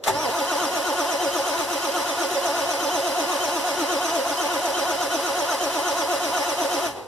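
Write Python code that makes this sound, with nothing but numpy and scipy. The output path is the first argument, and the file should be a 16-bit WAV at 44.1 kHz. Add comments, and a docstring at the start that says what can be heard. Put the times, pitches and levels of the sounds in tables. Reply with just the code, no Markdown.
"""A cold diesel pickup cranks in a snowy car park and does not catch, heard from behind the truck.
First the solenoid clicks and the pinion slams into the ring gear, ringing the flywheel.
Then for nearly 7 s the starter gears whine, squeal and rasp, slowed by each compression stroke,
while the block rumbles below. Last, the key is let go and the engine rocks to a stop."""
import sys
import numpy as np
from scipy import signal
from scipy.fft import rfft, irfft, next_fast_len
from scipy.io import wavfile
from scipy.ndimage import map_coordinates

SR = 44100
rng = np.random.default_rng(int(sys.argv[2]) if len(sys.argv) > 2 else 0)


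def waveform_to_disk(signal):
    """Save audio, clipped to [-1, 1], as 16-bit WAV at the path in sys.argv[1]."""
    frames = np.transpose(np.atleast_2d(signal))
    scaled = np.clip(frames, -1, 1) * 32767
    samples = np.round(scaled).astype(np.int16)
    wavfile.write(sys.argv[1], SR, samples)


N = 311945
TIME_S = np.arange(N) / SR
ENGAGE_S, RELEASE_S = 0.07, 6.862

# Compression strokes. Each row: start in seconds, tooth rate in Hz at the start and at the slowest
# (both before the spin-up factor), then offsets in dB for thrum, wail at the start, wail at the
# slowest, growl, shriek, and contact as the teeth go slack.
STROKES = [(0.061, 325, 309.5, -2.0, -5.0, -2, 3.0, -2.5, 3),
           (0.205, 322.3, 228.0, 1, -0.5, 1.5, 2.5, -1.5, -0.5),
           (0.362, 348.7, 268.0, -2, 1.5, 0.0, 1.0, -2.0, -2),
           (0.495, 368.2, 278.0, -2.5, -1.0, -0.5, 1, -1, 2.0),
           (0.607, 364, 267.9, 2.5, -0.5, -2.0, 1.5, 1.5, -5),
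           (0.736, 368.4, 278.4, 0.0, 1, 2.5, -3, 0.5, -2.5),
           (0.86, 367.2, 273.6, 2.5, -3, 1.0, 1.5, -1.0, -3),
           (0.974, 366, 274.1, 1.0, -2.5, 1.5, 4.5, 0, -1), (1.093, 364.6, 274.2, -0.5, 1, 3.5, 2.5, 0, -6),
           (1.213, 364, 269.8, 4.5, 1, 1.5, -4, 0, -2), (1.337, 363.5, 272.3, -1.5, -3, 1.5, -1.0, 1, -2),
           (1.462, 367.0, 280.0, -2.0, -1.0, -2.5, -0.0, -0.5, 3),
           (1.575, 357.3, 272.0, 2.5, -1.0, -2.0, 0.5, -2, -9.5),
           (1.706, 357.3, 272.0, 1, 1, -1, -1.5, -1.0, -1),
           (1.825, 365, 274.0, -0.5, -8, -0.5, -2, -1.0, -1.5),
           (1.95, 364.7, 271.8, 0, 1.5, -2.5, 2.0, -1, 0.5),
           (2.066, 360.4, 272.0, -2, -1, -2.5, -1, -1.5, -3),
           (2.194, 356.5, 268.0, 2.0, 0.5, -1.0, 1.5, 0.5, -4),
           (2.318, 363.0, 267.7, 0.0, -3, 2.0, -2.5, 0.5, -3.5),
           (2.441, 365.2, 279.3, -2, 0.5, -3.5, 1, 1, 2),
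           (2.563, 357.0, 272.4, 0.5, 1, -0.5, 0.0, -1.5, -1),
           (2.687, 363.1, 275.9, -1.0, 1, -1, -1.5, -0.5, -3),
           (2.808, 364.4, 274.3, 1.0, -2, -0.5, 1.5, 1.5, 0.5),
           (2.931, 368, 271.7, 2, 2.5, 0, -1.5, 2, -1.5), (3.05, 361.0, 267.5, -2, 4.5, -3, 0, -1.5, 0),
           (3.173, 361.0, 271.8, 3, 4, -3.5, -6, 0, 0), (3.299, 367.2, 273.6, 0.5, -2.0, 2.5, 3.5, -1, -2),
           (3.418, 365, 284.0, -1.0, -1, -3, -4, 2, 2.5), (3.539, 357.6, 272.0, 4, 0, -4.5, 0, -1, -2),
           (3.659, 365.5, 271.8, -2.5, 2, -3.5, -3, 1, -1), (3.786, 365.0, 274.0, 3, -2.0, -0.5, 0, 0, -1),
           (3.903, 366.7, 273.8, 2.5, 0.5, 0, 1.5, 0.5, -2),
           (4.029, 368.6, 309.7, 1, 2.0, -11.0, -1.0, 1, 4), (4.133, 349, 253.0, 1, 5, 3.5, -3, -1.5, -2.5),
           (4.272, 352, 272.0, 0, 1, -5, 1.5, 0, -3.5), (4.396, 366, 281.8, 2, 4, -0.5, 1, 0.5, 1),
           (4.513, 360, 268.0, 0, 0.0, -1.5, 2, -4, -1.5), (4.637, 364.7, 272.0, -2.5, 3, 0, -2, -1.0, -3),
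           (4.759, 369.5, 273.9, 1, 1, 0.5, 1.5, 0.5, 0.5),
           (4.879, 366.4, 273.4, -0.5, 1.5, 0, 1.0, -1, -2.0),
           (5.002, 363.0, 270.2, -1, 2.0, 0.5, -0.5, -1, -6),
           (5.122, 361.0, 272.0, 2.5, 3, -3, -3, 1, -2.0),
           (5.246, 361.6, 269.5, -0.5, -2, -1.0, 2.5, 0, -3.0),
           (5.371, 368, 282.4, -0.5, 1, 2.5, 1.5, 1, -0.5),
           (5.491, 357.0, 268.3, -1.0, 1, -0.5, 3.5, 1, -7), (5.613, 363.8, 274.4, 0.5, 2, -1, -3, 1, 0),
           (5.733, 367.8, 273.6, -2, -4, -1.5, -0.5, -3, 0),
           (5.858, 366.8, 274.3, -1, 0.0, -0.5, 1.5, 2, -2),
           (5.978, 357.7, 271.5, -0.0, 3, 2.0, 3.5, 1.0, -5.5), (6.1, 362, 267.9, 1.5, 2, 0, -0.5, -1, -5),
           (6.223, 363.6, 270.0, 0.0, -0.5, -1.5, -1, -0.5, -1),
           (6.349, 364.7, 277.6, -3, 3, -1, 1.5, 1.5, 1.5),
           (6.469, 356.2, 272.0, -1, 0, -0.5, -0.0, -1, -6),
           (6.593, 361.0, 273, 1.5, 3, 1.0, -2.0, -0.5, -3),
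           (6.718, 363.0, 272.0, 1.5, 1, -1.5, -3, 0.5, 0.5),
           (6.836, 362, 280.7, 0.5, 3, -7, 2.5, -4, -8.0), (6.98, 260.0, 199.8, -3.0, 4, 4, 0.0, -5, -6.0)]

# Gear tones. Each row: multiple of the tooth rate, relative level in dB, dB per unit load.
RING_GEAR_TONES = [(3, -37, -3), (4, -41, 11.5), (5, -50, 3), (6, -52, -5)]
REDUCTION_GEAR_TONES = [(2.6, -49.5, -16), (3.69, -41.5, 10), (7.5, -41.5, 5), (11.0, -43.5, 10.5),
                        (13.94, -59, -5), (14.8, -46, -6)]
SHRIEK_TONES = [(17.6, -48, 19), (18.35, -42.5, 12), (19.2, -53.5, 24)]

# Resonances of bell housing and underbody, starter case, valve gear and tooth tips.
# Each row: frequency in Hz, width in Hz, relative gain in dB.
HOUSING_MODES = [(301, 26, -3.5), (351.6, 13, 0.5), (375, 8.3, 1.5), (554.3, 19.4, 6), (675, 21, 2.5),
                 (719.6, 10, 0.5), (845, 21, -2.5), (881, 24, 1), (985, 25, 3), (1078, 12, 1.5),
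                 (1237, 21, -4.5), (1413, 15, -5), (1454, 18.7, 6.5), (1570, 13, -13), (1728, 7.5, 7),
                 (2848, 23, 2)]
CASE_MODES = [(4950, 95, 5.5), (5410, 42, -11), (5680, 37, -5), (5950, 42, 0), (6150, 50, 8)]
RATTLE_MODES = [(2634, 89, 0.5), (3095, 73, 1.5), (3510, 63, 1.5), (3970, 65, 1.5), (5600, 890, -7),
                (7730, 300, -9), (9400, 980, -13.5)]
# Flywheel ring. Each row: frequency in Hz, relative level in dB, t60 in seconds.
FLYWHEEL_MODES = [(384, -4.5, 0.22), (566, -4, 0.14), (653, 3, 0.13), (728, -10, .06), (880, 8, 0.087),
                  (1180, -6, 0.1), (1374, -7, 0.076), (1763, -6, 0.1)]

# Pinion strikes as it seats; dull block thumps. Each row: time in seconds, relative level in dB.
PINION_CLASHES = [(0.069, -35), (.079, -18), (.084, -21), (.094, -21), (.166, -25), (.236, -35)]
BLOCK_THUMPS = [(1.6, -51), (2.58, -54), (3.35, -59), (3.85, -65)]

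# Source spectra. Each row: frequency in Hz, relative spectral density in dB.
BRUSH_SPECTRUM = [(900, -6), (1700, 1.5), (2800, -1.5), (4000, -2.5), (5300, -5.5), (7000, -9),
                  (10000, -12), (14000, -12)]
SCRAPE_SPECTRUM = [(150, -36), (230, -14), (310, -4), (420, -3), (620, 2), (1000, 1), (1350, -2),
                   (1900, -5), (3000, -5), (4000, -8.5), (4500, -5.5), (5000, -7.5), (6000, -5.5),
                   (6900, -12), (7800, -10), (10300, -10), (11200, -11.5), (12300, -13), (14000, -25)]
CLICK_SPECTRUM = [(100, -17), (500, -16), (1200, 0), (2200, -2), (3800, 3), (6000, -2), (9000, -6),
                  (14000, -15)]
SLAM_SPECTRUM = [(40, -40), (110, -25), (200, -17), (380, -4), (650, 9.5), (900, 0), (1500, -2), (2000, -3),
                 (2600, -8.5), (6000, -10), (9000, -12), (14000, -19)]
SHUDDER_SPECTRUM = [(30, -25), (60, -12), (90, 0), (130, 1), (190, -10), (300, -2), (800, -42)]
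RUMBLE_SPECTRUM = [(20, -30), (40, -21), (65, 0.5), (80, -7), (125, 1.5), (165, -8.5), (260, -1),
                   (500, -28), (1500, -70)]
AIR_SPECTRUM = [(20, -18), (70, -11), (180, -13), (500, 10), (1000, -7), (2000, -23), (6000, -26),
                (14000, -47)]
REBOUND_SPECTRUM = [(100, -27), (270, -26), (360, 9), (480, -8), (800, 4), (1500, -12), (5000, -21),
                    (14000, -57)]

# Echo decay between chassis and ground. Each row: frequency in Hz, t60 in seconds.
UNDERBODY_DECAY = [(150, 0.19), (700, 0.14), (3000, 0.1), (12000, 0.17)]
# Left-right correlation. Each row: frequency in Hz, mean, depth of its ripple over frequency.
CORRELATION = [(100, 0.43, 0.015), (180, 0.26, 0.2), (302, 0.93, 0), (454, 0.31, 0), (580, 0.88, 0),
               (1170, 0.94, 0.08), (1450, 0.65, 0.43), (1986, 0.21, 0.23), (2290, 0.018, 1),
               (2760, 0.1, 0.31), (3800, 0.76, 0.055), (4490, 0.02, 1), (6940, 0.19, 0.24),
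               (13000, 0.23, 0.83)]
# Channel balance. Each row: frequency in Hz, left over right in dB.
BALANCE = [(60, -1.5), (92, -8.5), (140, 4.5), (210, -9.5), (330, 4.5), (500, -2.5), (760, 0.5),
           (1160, -0.5), (1770, 4), (2690, -1), (4110, 0.5), (6270, -2), (9570, 1.5), (14600, 0)]


def starter(teeth, load, contact_db, thrum_db, wail_db, growl_db, shriek_db):
    """Gear tones, squeal, rattle and tooth scrapes, echoing under the truck and ringing the housing."""
    drive = effort(attack_s=0.06, release_s=0.24, coast_db=-38) * amp(contact_db)
    thrum = amp(thrum_db) * whine([(1, -40.5, 12)], teeth, load, slip_teeth=0.054, flutter_db=3, hz=100)
    wail = amp(wail_db) * whine([(2, -34, 1)], teeth, load, slip_teeth=0.024, flutter_db=2.4, hz=120)
    growl = amp(growl_db) * whine(RING_GEAR_TONES, teeth, load, slip_teeth=0.029, flutter_db=3.5, hz=100)
    ring_gear = echoes(drive * (thrum + wail + growl), wet=0.039)

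    shriek = amp(shriek_db) * whine(SHRIEK_TONES, teeth, load, slip_teeth=0.006, flutter_db=3.5, hz=300)
    reduction = whine(REDUCTION_GEAR_TONES, teeth, load, slip_teeth=0.008, flutter_db=5, hz=260)
    armature = reduction + shriek + squeal(teeth, load)
    motor = echoes(ringing(drive * armature, CASE_MODES) + drive * rattle(load), wet=0.36)
    motor += drive * ping(teeth, load)

    scrape_drive = effort(attack_s=0.11, release_s=0.16, coast_db=-26.5) * amp(0.1 * contact_db)
    scrapes = scrape_drive * rasp(teeth, load)
    return amp(-2.5) * ringing(ring_gear + motor + scrapes, HOUSING_MODES)


def crank(slowest_at=0.54, press_at=0.26, slack_at=0.685, spin_up_s=0.05):
    """Each compression slows the starter and loads its teeth. Returns teeth passed, load, dB curves."""
    start_s, top_hz, slow_hz, thrum, wail_top, wail_slow, growl, shriek, slack = np.transpose(STROKES)
    index = np.arange(len(start_s))
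    strokes = np.interp(TIME_S, start_s, index)
    share = strokes % 1  # positions (at) and widths are shares of a stroke
    swing_phase = np.interp(share, [0, slowest_at, 0.78, 1], [0, 0.5, 0.81, 1])
    squeeze = np.sin(np.pi * swing_phase) ** 2

    def per_stroke(column, at):
        return np.interp(strokes, index + at, column)

    def around(at, width):
        return bump((share - at + 0.5) % 1 - 0.5, width)

    def swing(top, slow):
        return per_stroke(top, 0) * (1 - squeeze) + per_stroke(slow, slowest_at) * squeeze

    spin_up = 1 - 0.4 * np.exp(-np.maximum(TIME_S - ENGAGE_S, 0) / spin_up_s)
    teeth = np.cumsum(spin_up * swing(top_hz, slow_hz)) / SR
    load = 0.38 * around(press_at, 0.16) - 0.37 * around(0.83, 0.096)  # eases as the piston springs on
    contact_db = 0.66 + per_stroke(slack, slack_at) * around(slack_at, 0.17)
    thrum_db = per_stroke(thrum, press_at) - 4.5 * around(0.69, 0.067)  # ring gear outruns the pinion
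    labour_db = 4.5 * squeeze ** 2 - 4 * around(0.76, 0.1)  # up at the slowest, down as speed returns
    wail_db = swing(wail_top, wail_slow) + labour_db
    growl_db = per_stroke(growl, press_at)
    shriek_db = per_stroke(shriek, press_at) + 11 * bump(TIME_S - 0.195, 0.04)  # dry gears reach speed
    return teeth, load, contact_db, thrum_db, wail_db, growl_db, shriek_db


def effort(attack_s, release_s, coast_db):
    """The starter takes hold, pulls evenly and fades toward coasting once the key is let go."""
    attack = 1 - np.exp(-np.maximum(TIME_S - ENGAGE_S, 0) / attack_s)
    released = 1 - np.exp(-np.maximum(TIME_S - RELEASE_S, 0) / release_s)
    return attack * amp(coast_db * released)


def whine(tones, teeth, load, slip_teeth, flutter_db, hz):
    """Tones on multiples of the tooth rate; backlash shakes their phase and level at rate hz."""
    phase = 2 * np.pi * (teeth + slip_teeth * wobble(hz))
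    total = np.zeros(N)
    for order, db, load_db in tones:
        tone = amp(flutter_db * wobble(hz)) * np.sin(order * phase)
        total += amp(db + load_db * load) * unit(tone)
    return total


def squeal(teeth, load, turns_per_tooth=0.41, slip_teeth=0.0047, flutter_db=2.5, bins=110, size=4096):
    """Brushes and bearings rub the same bumps every armature turn: a dense comb of gliding tones."""
    harmonics = np.exp(2j * np.pi * rng.random(bins)) * (np.arange(bins) > 0)
    bumps = irfft(harmonics, size)
    turns = turns_per_tooth * (teeth + slip_teeth * wobble(120))
    rub = np.interp(turns % 1, np.arange(size) / size, bumps)
    return amp(-38 - 4.5 * load + flutter_db * wobble(70)) * coloured(rub, BRUSH_SPECTRUM)


def rasp(teeth, load, bite_db=4.5, scatter_db=0.97, split_hz=1500):
    """Each tooth lands with a scrape of its own strength; load makes it louder and brighter."""
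    tooth_db = scatter_db * rng.standard_normal(N)[teeth.astype(int)]
    envelope = amp(tooth_db - bite_db * (teeth % 1))
    scrapes = coloured(rng.standard_normal(N) * envelope, SCRAPE_SPECTRUM)
    dull = filtered(scrapes, lambda hz: 1 / (1 + (hz / split_hz) ** 4))
    bright = scrapes - dull
    return amp(-28.5) * (dull * amp(2 * load) + bright * amp(5 * load))


def ping(teeth, load, order=8.58, mode_hz=3105, width_hz=52):
    """Near full speed one gear tone reaches a sharp resonance of the case."""
    tone = amp(-24 * load + 3.5 * wobble(8)) * np.sin(2 * np.pi * order * teeth)
    return amp(-33) * filtered(tone, lambda hz: resonance(hz, mode_hz, width_hz))


def rattle(load, ticks_per_s=240, scatter_db=6, load_db=9):
    """Valve gear and tooth tips tick at random, harder under load."""
    def metal(hz):
        return sum((-1) ** k * amp(db) * resonance(hz, mode_hz, width_hz)
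                   for k, (mode_hz, width_hz, db) in enumerate(RATTLE_MODES))

    hits = rng.random(N) < ticks_per_s / SR
    ticks = hits * amp(scatter_db * rng.uniform(-1.2, 1, N) + load_db * load)
    return amp(-39.5) * unit(filtered(ticks, metal))


def engage():
    """The solenoid clicks, the pinion slams home and the block shudders on its mounts."""
    click = amp(-27) * burst(0.039, rise_s=0.0078, t60_s=0.14) * noise(CLICK_SPECTRUM)
    slam = amp(-16) * burst(0.081, rise_s=0.079, t60_s=0.15) * noise(SLAM_SPECTRUM)
    shudder = amp(-38) * burst(0.116, rise_s=0.2, t60_s=0.67) * noise(SHUDDER_SPECTRUM)
    return click + slam + shudder + amp(-4.5) * flywheel()


def flywheel(attack_s=0.0007, scatter_db=2.5):
    """The pinion chatters on the ring gear as it seats; each strike rings the flywheel."""
    ring = np.zeros(N)
    t = np.arange(SR // 2) / SR
    attack = 1 - np.exp(-t / attack_s)
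    for start_s, clash_db in PINION_CLASHES:
        first = round(start_s * SR)
        for hz, mode_db, t60_s in FLYWHEEL_MODES:
            decay = amp(clash_db + mode_db + rng.normal(0, scatter_db) - 60 * t / t60_s)
            ring[first:first + len(t)] += attack * decay * np.cos(2 * np.pi * hz * t)
    return ring


def block(load):
    """The turning engine rumbles and thumps, then rocks and rebounds as the starter lets go."""
    turning = amp(-53.5 + 2 * load) * np.interp(TIME_S, [0.06, 0.12], [0, 1])
    thumps = sum(amp(db) * burst(peak_s, rise_s=0.06, t60_s=0.15) for peak_s, db in BLOCK_THUMPS)
    rock = amp(-54) * burst(6.89, rise_s=0.24, t60_s=0.49)
    rumble = (turning + thumps + rock) * noise(RUMBLE_SPECTRUM)
    rebound = amp(-35) * burst(6.98, rise_s=0.28, t60_s=0.45) * noise(REBOUND_SPECTRUM)
    return rumble + rebound


def ringing(x, modes):
    """Metal rings at fixed pitches as the tones sweep past."""
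    def response(hz):
        peaks = [1 + amp(db) * resonance(hz, mode_hz, width_hz) for mode_hz, width_hz, db in modes]
        return np.prod(peaks, axis=0)

    return filtered(x, response)


def echoes(x, wet):
    """A share wet of the power scatters between chassis and ground."""
    hz, t, bands = signal.stft(rng.standard_normal(SR // 4), SR, nperseg=256)
    t60_s = along(UNDERBODY_DECAY, hz)[:, None]
    tail = signal.istft(bands * amp(-60 * t / t60_s) / np.sqrt(t60_s), SR, nperseg=256)[1]
    scattered = signal.oaconvolve(x, tail / np.linalg.norm(tail))[:N]
    return np.sqrt(1 - wet) * x + np.sqrt(wet) * scattered


def air():
    """Faint steady air of the car park."""
    return amp(-44) * noise(AIR_SPECTRUM)


def stereo(common, apart, ripple_hz=2215):
    """Mid and side to left and right; treble bands lie in and out of phase by turns."""
    points = np.array(CORRELATION)
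    mean, depth = points[:, [0, 1]], points[:, [0, 2]]

    def angle(hz):
        correlation = along(mean, hz) - along(depth, hz) * np.cos(2 * np.pi * hz / ripple_hz)
        return np.arccos(np.clip(correlation, -0.99, 0.99)) / 2

    mid = filtered(common, lambda hz: np.cos(angle(hz)))
    side = filtered(apart, lambda hz: 1j * np.sin(angle(hz)))
    return np.array([mid + side, mid - side])


def amp(db):
    """Decibels to gain."""
    return np.exp(np.asarray(db) * (np.log(10) / 20))


def unit(x):
    """Scale to rms 1."""
    return x / np.sqrt(np.mean(x ** 2) + 1e-20)


def along(points, hz):
    """(Hz, value) points read on a log axis."""
    point_hz, values = np.transpose(points)
    return np.interp(np.log(hz + 1), np.log(point_hz + 1), values)


def bump(x, width):
    """Bell of height 1 around x = 0."""
    return np.exp(-(x / width) ** 2)


def burst(peak_s, rise_s, t60_s):
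    """Envelope: up 60 dB in rise_s to its peak, down 60 dB in t60_s."""
    return amp(-60 * np.maximum((peak_s - TIME_S) / rise_s, (TIME_S - peak_s) / t60_s))


def wobble(rate_hz):
    """Smooth random curve, rate_hz knots a second."""
    grid = np.arange(0, N * rate_hz / SR + 1, 0.125)
    knots = rng.standard_normal(int(grid[-1]) + 4)
    return np.interp(TIME_S * rate_hz, grid, map_coordinates(knots, [grid]))


def resonance(hz, mode_hz, width_hz):
    """Band-pass response of one mode."""
    return 1j * hz * width_hz / (mode_hz ** 2 - hz ** 2 + 1j * hz * width_hz)


def filtered(x, response):
    """x through a complex frequency response."""
    size = next_fast_len(N + SR // 2)
    hz = np.fft.rfftfreq(size, 1 / SR)
    return irfft(rfft(x, size) * response(hz), size)[..., :N]


def coloured(x, spectrum):
    """x shaped by a spectrum, at rms 1."""
    return unit(filtered(x, lambda hz: amp(along(spectrum, hz))))


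def noise(spectrum):
    """Coloured noise of rms 1."""
    return coloured(rng.standard_normal(N), spectrum)


def scene():
    """Starter and engine over faint air; mid and side share one crank motion."""
    teeth, load, *levels_db = crank()
    common, apart = (starter(teeth, load, *levels_db) + engage() + block(load) + air() for _ in range(2))
    channels = stereo(common, apart)
    return filtered(channels, lambda hz: amp(np.outer([0.5, -0.5], along(BALANCE, hz))))


def record(dry, top_hz=14300):
    """Brick-wall low-pass."""
    return filtered(dry, lambda hz: hz < top_hz)


dry = scene()
out = record(dry)
waveform_to_disk(out)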